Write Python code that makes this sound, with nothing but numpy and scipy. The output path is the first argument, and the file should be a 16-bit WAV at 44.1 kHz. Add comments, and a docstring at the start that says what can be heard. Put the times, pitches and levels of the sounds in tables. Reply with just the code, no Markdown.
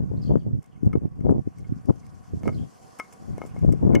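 """A thin wooden tag on a string swings in gusty wind and knocks against a tree trunk, near a small camera.
From the start, eddies buffet the two microphone ports over a distant hum and hiss, and a far bird chirps.
From 0.6 s the tag strikes and grazes the bark, each knock ringing its modes. An insect hiss throbs from
1.3 to 2.7 s; near 2.5 s the tag clatters and the bird calls again. A hard knock falls in a lull at 3 s,
then the gusts return and the hardest knock comes just before the end."""
import sys
import numpy as np
from scipy import signal
from scipy.fft import rfft, irfft
from scipy.io import wavfile
from scipy.ndimage import uniform_filter1d

SR = 44100
rng = np.random.default_rng(int(sys.argv[2]) if len(sys.argv) > 2 else 0)


def transcribe(u):
    """Save the signal u as a 16-bit wav file named by the first command-line argument.

    u: samples, shape (n,) or (channels, n), limited to [-1, 1]; the rate is SR.
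    q: integer samples, one column per channel.
    """
    v = np.clip(np.atleast_2d(u).T, -1, 1)
    q = np.round(v * 32767).astype(np.int16)
    wavfile.write(sys.argv[1], SR, q)


N = 176400

# Spectrum of the outdoor background: frequency_hz, gain_db
AIR_SPECTRUM = [(24, -40), (40, -19.5), (158, 3), (230, 3.5), (295, -10), (379, -4.5), (511, -10), (763, 3),
                (822, -7), (979, -3), (1260, -9), (1500, -8), (1700, -10), (3680, -21.5), (5920, -17.5),
                (11000, -26), (12700, -31), (15100, -37), (15700, -47)]
# Humps in the distant hum: centre_hz, width_hz, gain_db
HUM_PEAKS = [(475, 82, 11.5), (754, 47, 4), (1124, 160, 7.5), (1477, 31, 6.5)]
# Drift of the background: time_s, level_db, treble_db
BACKGROUND_LEVELS = [(0.0, -63, -0.5), (0.29, -60.5, 2), (0.5, -66.5, 0.5), (0.91, -61.5, -3),
                     (1.06, -65, -1), (1.57, -62, 2), (2.66, -58, 5.5), (2.88, -56.5, 6.5),
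                     (3.89, -54.5, -3), (4.0, -51, -13)]
# Likeness of the background at the two ports: frequency_hz, correlation
COHERENCE = [(60, 0.31), (300, 1), (1400, 0.13), (3100, 0.75), (6800, .3), (12000, -0.013)]
# Strength of the insect throb: time_s, depth_db
THROB_DEPTH = [(1.3, 0), (1.6, 4), (2.4, 4), (2.7, 0)]
# Bird notes: start_s, length_s, start_hz, middle_hz, end_hz, level_db
BIRD_NOTES = [(0.169, 0.014, 4150, 4320, 4500, -65), (0.212, 0.021, 4280, 5080, 4020, -58),
              (0.231, 0.016, 4180, 4520, 3820, -54), (0.256, 0.02, 4310, 4520, 4460, -57),
              (0.256, 0.015, 3000, 3400, 3200, -67), (0.269, 0.024, 3440, 3290, 3000, -64),
              (0.304, 0.025, 3390, 3300, 3200, -66.5), (0.389, .016, 4280, 4680, 5000, -70),
              (0.618, .085, 3400, 3450, 3380, -82), (.705, .05, 3260, 3050, 2850, -75),
              (3.486, 0.041, 2950, 2790, 2650, -69), (0.396, 0.031, 3650, 3270, 2900, -70.5),
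              (2.522, 0.0203, 3950, 5000, 4200, -64), (2.541, .016, 4550, 4260, 3700, -55),
              (2.556, .02, 4960, 4870, 4850, -69), (2.57, 0.019, 2920, 3300, 3700, -64),
              (2.576, 0.0214, 3520, 3300, 2900, -59), (2.604, 0.04, 3280, 3300, 3240, -66)]
# Gusts on the ports: time_s, level_db, buffet_re_rumble_db, leftward_lean
GUSTS = [(0.0, -36, -8, 4), (0.02, -27.5, -11, 4.5), (0.08, -36.5, -44, -8.5), (0.121, -30.5, -9, 6.5),
         (0.18, -32.5, -17, -2), (0.26, -35.5, -25.5, 4), (0.308, -25, -2.5, -0.5),
         (0.369, -29.5, -11, 4.5), (0.41, -39.5, -22, 0), (0.479, -32.5, -15, 0), (0.588, -30.5, -64, -3),
         (0.629, -63.5, 3.5, 3), (0.8, -46, -49, -4), (0.821, -44, -16, 8.5), (0.878, -20.5, -16.5, -3),
         (0.922, -36.5, -22, 2.5), (0.959, -24.5, -5, 3.5), (0.99, -31, -34, -17), (1.01, -50.5, -3, 1.5),
         (1.061, -26, -13, -2), (1.091, -47, -49, -3), (1.16, -41.5, -28.5, 2), (1.299, -24.5, -1, 3.5),
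         (1.36, -36, 1, -2), (1.399, -37, -7.5, -3.5), (1.44, -53.5, -54, 5.5), (1.48, -31.5, -19, 1),
         (1.49, -39.5, -48, -0.5), (1.54, -58.5, -31, -4), (1.59, -42.5, -14.5, 3.0),
         (1.68, -44.5, -19, -2.5), (1.71, -33.5, -33, 0), (1.84, -49.5, -41, 0), (1.871, -43.5, -4.5, 12),
         (1.902, -24.5, 2, 6.5), (1.929, -47, -14.5, 7), (2.08, -48.5, -39, -2.5), (2.19, -47.5, -58, 8),
         (2.26, -56.5, -26, -2.5), (2.32, -41.5, -49, 8), (2.341, -29, -19, -0.5), (2.39, -40, -32, -2),
         (2.479, -38.5, 11.5, -0.5), (2.52, -35, -25, -1), (2.629, -33.5, -23, 4.5),
         (2.72, -60.5, -6.5, -0.5), (3.17, -71, 7, -3), (3.298, -35.5, -14.5, 6.5), (3.36, -37, -26, -6.5),
         (3.42, -50, -0.5, 5), (3.48, -47.5, -12, -1), (3.61, -36.5, -40, 2), (3.629, -24.5, -12.5, 3.5),
         (3.73, -23, -24, 7.5), (3.779, -39.5, -27, 1), (3.832, -25, -8.5, 1.5), (3.951, -27.5, 6, 4.5),
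         (4.0, -26, -7, -2)]
# Spectra of the wind's low rumble and upper buffeting: frequency_hz, gain_db
RUMBLE_SPECTRUM = [(12, -53), (24, -37), (55, -2), (123, 6.5), (189, 1), (243, -4.5), (441, -20),
                   (700, -34.5), (910, -62), (1540, -120)]
BUFFET_SPECTRUM = [(120, -3.5), (250, 7), (350, 3), (600, -3.5), (1000, -15.5), (1600, -42.5), (3000, -72),
                   (6000, -125)]
# Strongest single eddies: time_s, level_db, width_ms, left_re_right_db
EDDY_SLAPS = [(0.2968, -19, 0.73, 9), (.3172, -24, 0.5, -30), (0.357, -11.5, 0.67, 27),
              (0.3705, -24, 0.8, 10), (0.4656, -29.5, 0.66, -23.5), (0.834, -18, 1.06, 34),
              (0.8749, -30.5, 0.72, -12), (0.9556, -11, 0.89, 32), (.9729, -29, 0.67, -19),
              (1.0566, -22, 0.97, -32), (1.26, -19, 0.79, 15), (1.2681, -16.5, 0.57, 33),
              (1.2984, -15.5, 0.73, 2), (1.309, -11.5, 1.22, 17), (1.3238, -14.5, 0.75, 29),
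              (1.3666, -23, 1, 22), (1.475, -22, 0.9, 28), (1.724, -19.5, 1.24, -23),
              (1.767, -29.5, 1.5, 11), (1.8823, -26, 0.96, 31), (1.9068, -10, 0.8, 17),
              (2.337, -28, 0.79, -28), (2.474, -17.5, 0.78, -25), (3.6481, -17, 0.59, 30),
              (3.6837, -17, 0.88, 20), (3.721, -15, 1.37, 32), (3.737, -19, 0.76, 25),
              (3.853, -16.5, 1.01, 20), (3.8738, -16, 0.78, 25), (3.9006, -16.5, 0.87, 28),
              (3.9349, -24, .8, 25), (3.9491, -10.5, 0.62, 15)]
# Sharp pops at the moments of the hardest eddies: time_s, level_db
SHARP_POPS = [(0.3569, -35.5), (0.956, -40), (1.3077, -36.5)]
# Spectrum of a pop: frequency_hz, gain_db
POP_SPECTRUM = [(500, 11), (1500, -8.5), (3000, -2.5), (5000, -12), (9000, -27), (15000, -46)]
# Wood grazing bark: start_s, peak_db, decay_s
BARK_TICKS = [(0.623, -55, 0.003), (0.628, -49, 0.0027), (0.641, -53, 0.003), (0.659, -54.5, 0.0037),
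              (0.836, -57, 0.0032), (0.853, -50.5, 0.0024), (1.311, -44, 0.0016), (1.584, -47.5, 0.0021),
              (1.592, -52, 0.0027), (1.8566, -49, 0.0034), (2.065, -50, 0.0036), (2.229, -59, 0.0027),
              (2.459, -50, 0.002), (2.4765, -38, 0.0017), (2.987, -39.5, 0.01), (3.125, -40, 0.008),
              (3.135, -46, 0.0042), (3.3797, -41.5, 0.0016), (3.46, -47, 0.021), (3.589, -46.5, 0.0036),
              (3.723, -38, 0.0046), (3.9434, -43, 0.0031)]
# Spectra of bright contact noise and of the woody rattle between the modes: frequency_hz, gain_db
CONTACT_SPECTRUM = [(2500, 4), (4000, -9.5), (5400, 4), (8300, 5), (10500, 0.5), (12600, -3.5),
                    (15500, -12)]
RATTLE_SPECTRUM = [(300, -18), (800, -5), (1800, 6.5), (2550, -30), (3200, -9.5), (4800, -23.5),
                   (7000, -43)]
# Modes of the tag: pitch_hz, face_contact_db, edge_contact_db, t60_s
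TAG_MODES = [(1065, -13, -9, 0.11), (1460, -23, -37, 0.11), (1270, 0, 0, .06), (2164, 0, 0, .068),
             (2934, -28.5, 1.5, 0.04), (3140, -36.5, -34.5, .012), (4400, -23, -14, 0.0081),
             (5320, -9, -26.5, 0.023), (6120, -22.5, -7, 0.021), (8340, -8.5, -31.5, 0.014),
             (9900, -15, -15, 0.0049), (12460, -5.5, -6.5, 0.0027)]
# Knocks of the tag: start_s, level_db, low_modes_db, edge_fraction, treble_db
TAG_KNOCKS = [(0.621, -69.5, -16, 0.5, -4), (0.6454, -61, -12, 0.4, -1), (0.7592, -61.5, -13, 0.6, 1),
              (0.9307, -43, 3, 0.33, -2), (1.206, -63.5, 2, 0.6, 8), (1.2526, -62.5, 4, 0.3, -7),
              (1.5843, -62, -12, 0.4, 12), (1.644, -56, -9, 0.4, -8), (2.0298, -59, -11, 0.4, -11),
              (2.2388, -64.5, 0, 0.6, -8), (2.4329, -48, -2, 0.64, 5), (2.4554, -50, -5, 0.3, -2),
              (2.4655, -51, -4, 0.4, -4), (2.4775, -34.5, 1.5, 0.44, -4), (2.4924, -47, -3, 0.4, -16),
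              (2.5277, -56, -11, 0.5, -8), (2.9933, -43, 5.5, 0.1, -11), (2.9977, -25.5, -2, 0.12, -1.5),
              (3.0465, -55, -5, 0.3, -3), (3.1265, -61, -6, 1, -6), (3.3804, -45, -12, 0.62, -16),
              (3.4161, -39.5, -2.5, 0.5, -1), (3.4374, -52, -21, 0.5, 10), (3.4524, -53.5, -2, 0.3, 7),
              (3.5638, -49, -4, 0.2, 1), (3.6192, -58, -11, 0.4, 2), (3.7233, -53.5, 1, 0, 15),
              (3.9295, -50, -17, 0.3, -3), (3.9521, -21.5, -22, 0.8, 5)]
# Dull thuds of the tag on the trunk: start_s, level_db, width_ms
TRUNK_THUDS = [(2.432, -34.5, 0.36), (2.455, -28, 0.29), (2.478, -26, 0.3), (2.487, -27, 0.24),
               (2.491, -28, 0.39), (2.497, -31.5, 0.423), (2.99, -38.5, 0.78), (2.9974, -26, 0.262),
               (3.379, -27, 0.39), (3.416, -23.5, 0.28), (3.437, -31.5, 0.36), (3.449, -31.5, 0.5),
               (3.464, -48, 0.33), (3.562, -30.5, 0.38)]
# Microphone self-noise: frequency_hz, gain_db
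SELF_NOISE_SPECTRUM = [(4000, -28), (9000, 0), (13500, -4.5), (16000, -6)]

THROB_HZ, THROB_CREST_S, INSECT_HZ, INSECT_WIDTH_HZ = 10.2, 1.688, 5800, 2100
WARBLE_DEPTH_HZ, BIRD_RASP = 131, 0.89
EDDIES_PER_S, EDDY_SPREAD_DB, SPUTTER_DB, DB_PER_LEAN = 260, 5, 2.5, 2.7
CONTACT_S, FREE_RING_S, CHOKE_DB_PER_S, WAVER_DB = 0.00038, 0.045, 900, 2.5
CRACK_DB, CRACK_DECAY_S, RATTLE_DB, RATTLE_DECAY_S = -11, 0.00051, -10.5, 0.0055
WIDEN_DB, WIDEN_BELOW_HZ, NOTCH_HZ, NOTCH_WIDTH_HZ, NOTCH_DB = 8.5, 850, 3880, 490, -6.5
SELF_NOISE_DB, CEILING, BAND_LIMIT_HZ = -86, 0.78, 15830


def gain_of(db):
    return 10 ** (np.asarray(db) / 20)


def unit_rms(x):
    return x / np.sqrt(np.mean(x ** 2) + 1e-20)


def curve_at(points, hz):
    """Interpolation on a logarithmic frequency axis."""
    point_hz, value = np.transpose(points)
    return np.interp(np.log(hz + 1), np.log(point_hz + 1), value)


def bell(hz, centre_hz, width_hz):
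    """Lorentzian curve of unit height."""
    return 1 / (1 + (2 * (hz - centre_hz) / width_hz) ** 2)


def slow_drift(noise, samples):
    """Two moving averages leave only the slow fluctuations of noise."""
    return unit_rms(uniform_filter1d(uniform_filter1d(noise, samples), samples))


def add(mix, start_s, sound):
    """Superposition: a sound sums into the mix from its start time."""
    part = mix[..., round(start_s * SR):][..., :sound.shape[-1]]
    part += sound[..., :part.shape[-1]]


def colour(x, spectrum):
    """Zero-phase filtering by a gain curve."""
    hz = np.fft.rfftfreq(x.shape[-1], 1 / SR)
    return irfft(rfft(x) * gain_of(curve_at(spectrum, hz)), x.shape[-1])


def pan(left_re_right_db):
    """A level difference between the ports, as two gains that average to one."""
    gains = gain_of(np.vstack([left_re_right_db / 2, -left_re_right_db / 2]))
    return 2 * gains / gains.sum(0)


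def reflections(x, t60_s):
    """Diffuse outdoor reflections decay exponentially and differ at each port."""
    t = np.arange(SR // 4) / SR
    response = rng.standard_normal((2, len(t))) * gain_of(-60 * t / t60_s) * (t > .004)
    return signal.fftconvolve(x[None], response / np.linalg.norm(response[0]), axes=1)[:, :N]


def insect_throb(t, hz, flicker):
    """Amplitude modulation: a nearly periodic gain, in dB, on the insects' band of hiss."""
    wander = unit_rms(uniform_filter1d(rng.standard_normal(len(t)), 25))
    phase = 2 * np.pi * THROB_HZ * (t - THROB_CREST_S) + .35 * wander
    pulses = np.tanh(1 + 2.5 * np.cos(phase)) - .25
    band = np.exp(-((hz - INSECT_HZ) / INSECT_WIDTH_HZ) ** 2)
    return np.interp(t, *np.transpose(THROB_DEPTH)) * pulses * (1 + .3 * flicker) * band


def background():
    """Partly coherent noise at the two ports: distant hum below, flickering insect hiss above."""
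    frames = N // 128 + 5
    t, hz = np.arange(frames) * 128 / SR, np.fft.rfftfreq(512, 1 / SR)[:, None]
    time_s, level_db, treble_db = np.transpose(BACKGROUND_LEVELS)
    left_re, left_im, other_re, other_im, patches = rng.standard_normal((frames, 257, 5)).T
    left, other = left_re + 1j * left_im, other_re + 1j * other_im
    coherence = curve_at(COHERENCE, hz)
    right = coherence * left + np.sqrt(1 - coherence ** 2) * other
    patches_db = 1.4 * unit_rms(uniform_filter1d(uniform_filter1d(patches, 8, 0), 16, 1))
    flicker_db = unit_rms(uniform_filter1d(rng.standard_normal(frames), 4))
    hiss_db = np.interp(t, time_s, treble_db) + insect_throb(t, hz, flicker_db) + flicker_db
    treble_band = np.clip((hz - 2500) / 1500, 0, 1)
    spectra = np.array([left, right]) * gain_of(patches_db + treble_band * hiss_db)
    noise = signal.istft(spectra, nperseg=512, noverlap=384)[1][:, :N]
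    fine_hz = np.fft.rfftfreq(N, 1 / SR)
    hum_db = sum(db * bell(fine_hz, centre, width) for centre, width, db in HUM_PEAKS)
    air = unit_rms(irfft(rfft(noise) * gain_of(curve_at(AIR_SPECTRUM, fine_hz) + hum_db), N))
    return air * gain_of(0.5 + np.interp(np.arange(N) / SR, time_s, level_db))


def bird():
    """Gliding whistles: random frequency modulation makes them warble, amplitude modulation rasp."""
    song = np.zeros(N)
    warble_hz = WARBLE_DEPTH_HZ * slow_drift(rng.standard_normal(N), samples=150)
    for at, length_s, start_hz, middle_hz, end_hz, db in BIRD_NOTES:
        progress = np.arange(0, 1, 1 / (length_s * SR))
        arch = np.sin(np.pi * progress)
        hz = start_hz + (end_hz - start_hz) * progress + (middle_hz - (start_hz + end_hz) / 2) * arch
        hz += warble_hz[round(at * SR):][:len(hz)]
        add(song, at, gain_of(db) * arch * np.sin(2 * np.pi * np.cumsum(hz) / SR))
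    song *= 1 + BIRD_RASP * unit_rms(uniform_filter1d(rng.standard_normal(N), 60))
    return song + gain_of(-0.5) * reflections(song, t60_s=0.21)


def wind():
    """Turbulence: sparse eddies pass each port independently, driving both rumble and buffeting."""
    t = np.arange(N) / SR
    time_s, *columns = np.transpose(GUSTS)
    level_db, buffet_db, lean = (np.interp(t, time_s, column) for column in columns)
    sizes = gain_of(EDDY_SPREAD_DB * np.minimum(rng.exponential(1, (2, N)), 2))
    signs = rng.choice([-1., 1.], (2, N))
    eddies = unit_rms(sizes * signs * (rng.random((2, N)) < EDDIES_PER_S / SR))
    flutter = colour(rng.standard_normal((2, N)), [(5, -20), (15, 0), (50, 0), (120, -30), (400, -90)])
    sputter = unit_rms(gain_of(SPUTTER_DB * unit_rms(flutter)))
    steady = rng.standard_normal((2, N))
    rumble = unit_rms(colour(eddies + 0.67 * steady, RUMBLE_SPECTRUM))
    buffet = unit_rms(colour(eddies + 0.23 * steady, BUFFET_SPECTRUM)) * gain_of(buffet_db)
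    return (rumble + buffet) * gain_of(level_db) * sputter * pan(DB_PER_LEAN * lean)


def eddy_slaps():
    """Each strong eddy is a single pressure pulse; sharp pops also sound at three listed times."""
    out = np.zeros((2, N))
    for at, db, width_ms, pan_db in EDDY_SLAPS:
        u = np.arange(-600, 600) / (SR * width_ms / 1000)
        pulse = (1 - u ** 2) * np.exp(-u ** 2 / 2)
        add(out, at - 600 / SR, gain_of(db) * pulse * pan(pan_db))
    pop = colour(signal.unit_impulse(1024, 512), POP_SPECTRUM)
    for at, db in SHARP_POPS:
        add(out, at - 480 / SR, gain_of(db) * pop / pop.max() * pan(6))
    return out


def bark_ticks():
    """Friction: wood grazing bark gives tiny puffs of bright noise, unlike at the two ports."""
    out, t = np.zeros((2, N)), np.arange(2048) / SR
    for at, db, decay_s in BARK_TICKS:
        noise = rng.standard_normal((2, len(t)))
        envelope = np.minimum(t / 0.0012, 1) * np.exp(-t / decay_s)
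        puff = colour(noise + noise[::-1] / 4, CONTACT_SPECTRUM) * envelope
        add(out, at, gain_of(db) * puff / abs(puff).max())
    return out


def trunk_thuds():
    """Impact: each dull thud on the trunk, between 2.4 and 3.6 s, is a compression then a rarefaction."""
    out, t = np.zeros(N), np.arange(6000) / SR
    for at, db, width_ms in TRUNK_THUDS:
        u = t / (width_ms / 1000) - 7
        add(out, at, -gain_of(db) * u * np.exp(.5 - u ** 2 / 2))
    return out


def tag_modes(t, edge_fraction, low_db, treble_db):
    """Free vibration is a sum of damped modes, weighted by where the contact falls, face to edge."""
    ring = np.zeros(len(t))
    for hz, face_db, edge_db, t60_s in TAG_MODES:
        contact_db = face_db + edge_fraction * (edge_db - face_db)
        tilt_db = low_db if hz < 1400 else treble_db if hz > 4000 else 0
        ring += gain_of(contact_db + tilt_db - 60 * t / t60_s) * np.sin(2 * np.pi * hz * t)
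    return ring


def wooden_tag():
    """Impulsive excitation: each knock cracks, rattles and rings the tag; thuds have their own times."""
    ring, contact, t = np.zeros(N), np.zeros((2, N)), np.arange(6000) / SR
    next_starts = [knock[0] for knock in TAG_KNOCKS[1:]] + [N / SR]
    for (at, db, low_db, edge_fraction, treble_db), next_s in zip(TAG_KNOCKS, next_starts):
        noise = rng.standard_normal((2, len(t)))
        waver_db = WAVER_DB * slow_drift(noise[1], samples=200)  # a rattling contact makes the ring waver
        # The next contact, or settling on the bark, damps the ring.
        choke_db = CHOKE_DB_PER_S * np.maximum(t - min(next_s - at, FREE_RING_S), 0)
        attack = 1 - np.exp(-(t / CONTACT_S) ** 2)
        modes = tag_modes(t, edge_fraction, low_db, treble_db)
        add(ring, at, gain_of(db + waver_db - choke_db) * attack * modes)
        crack = unit_rms(colour(noise, CONTACT_SPECTRUM)) * np.exp(-t / CRACK_DECAY_S)
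        rattle = unit_rms(colour(noise[0, ::-1], RATTLE_SPECTRUM)) * np.exp(-t / RATTLE_DECAY_S)
        add(contact, at, gain_of(db + treble_db + CRACK_DB) * crack + gain_of(db + RATTLE_DB) * rattle)
    thuds = trunk_thuds()
    echoes = gain_of(-21) * reflections(ring + thuds, t60_s=0.2)
    return ring * pan(2.2) + contact + thuds * pan(6) + echoes


def scene():
    """Superposition: the pressures of all sources add at each port."""
    return wind() + eddy_slaps() + wooden_tag() + bark_ticks() + bird() + background()


def record(dry):
    """Mid-side widening of the close ports' bass, then a notch, self-noise, saturation and band limit."""
    mid, side = (dry[0] + dry[1]) / 2, (dry[0] - dry[1]) / 2
    side += (gain_of(WIDEN_DB) - 1) * signal.lfilter(*signal.butter(1, WIDEN_BELOW_HZ, fs=SR), side)
    margin = 2000  # samples of room for the filters to ring
    wide = np.pad([mid + side, mid - side], ((0, 0), (margin, margin)), "reflect")
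    length = wide.shape[1]
    notch_db = NOTCH_DB * bell(np.fft.rfftfreq(length, 1 / SR), NOTCH_HZ, NOTCH_WIDTH_HZ)
    notched = irfft(rfft(wide) * gain_of(notch_db), length)
    hiss = unit_rms(colour(rng.standard_normal(wide.shape), SELF_NOISE_SPECTRUM))
    noisy = notched + gain_of(SELF_NOISE_DB) * hiss
    saturated = noisy / (1 + (noisy / CEILING) ** 4) ** .25
    end_fade = np.minimum(abs(np.arange(length) - margin - N) / 150, 1)
    lowpass = signal.firwin(1023, BAND_LIMIT_HZ, window=("kaiser", 10), fs=SR)
    return signal.oaconvolve(saturated * end_fade, lowpass[None], "same")[:, margin:-margin]


dry = scene()
out = record(dry)
transcribe(out)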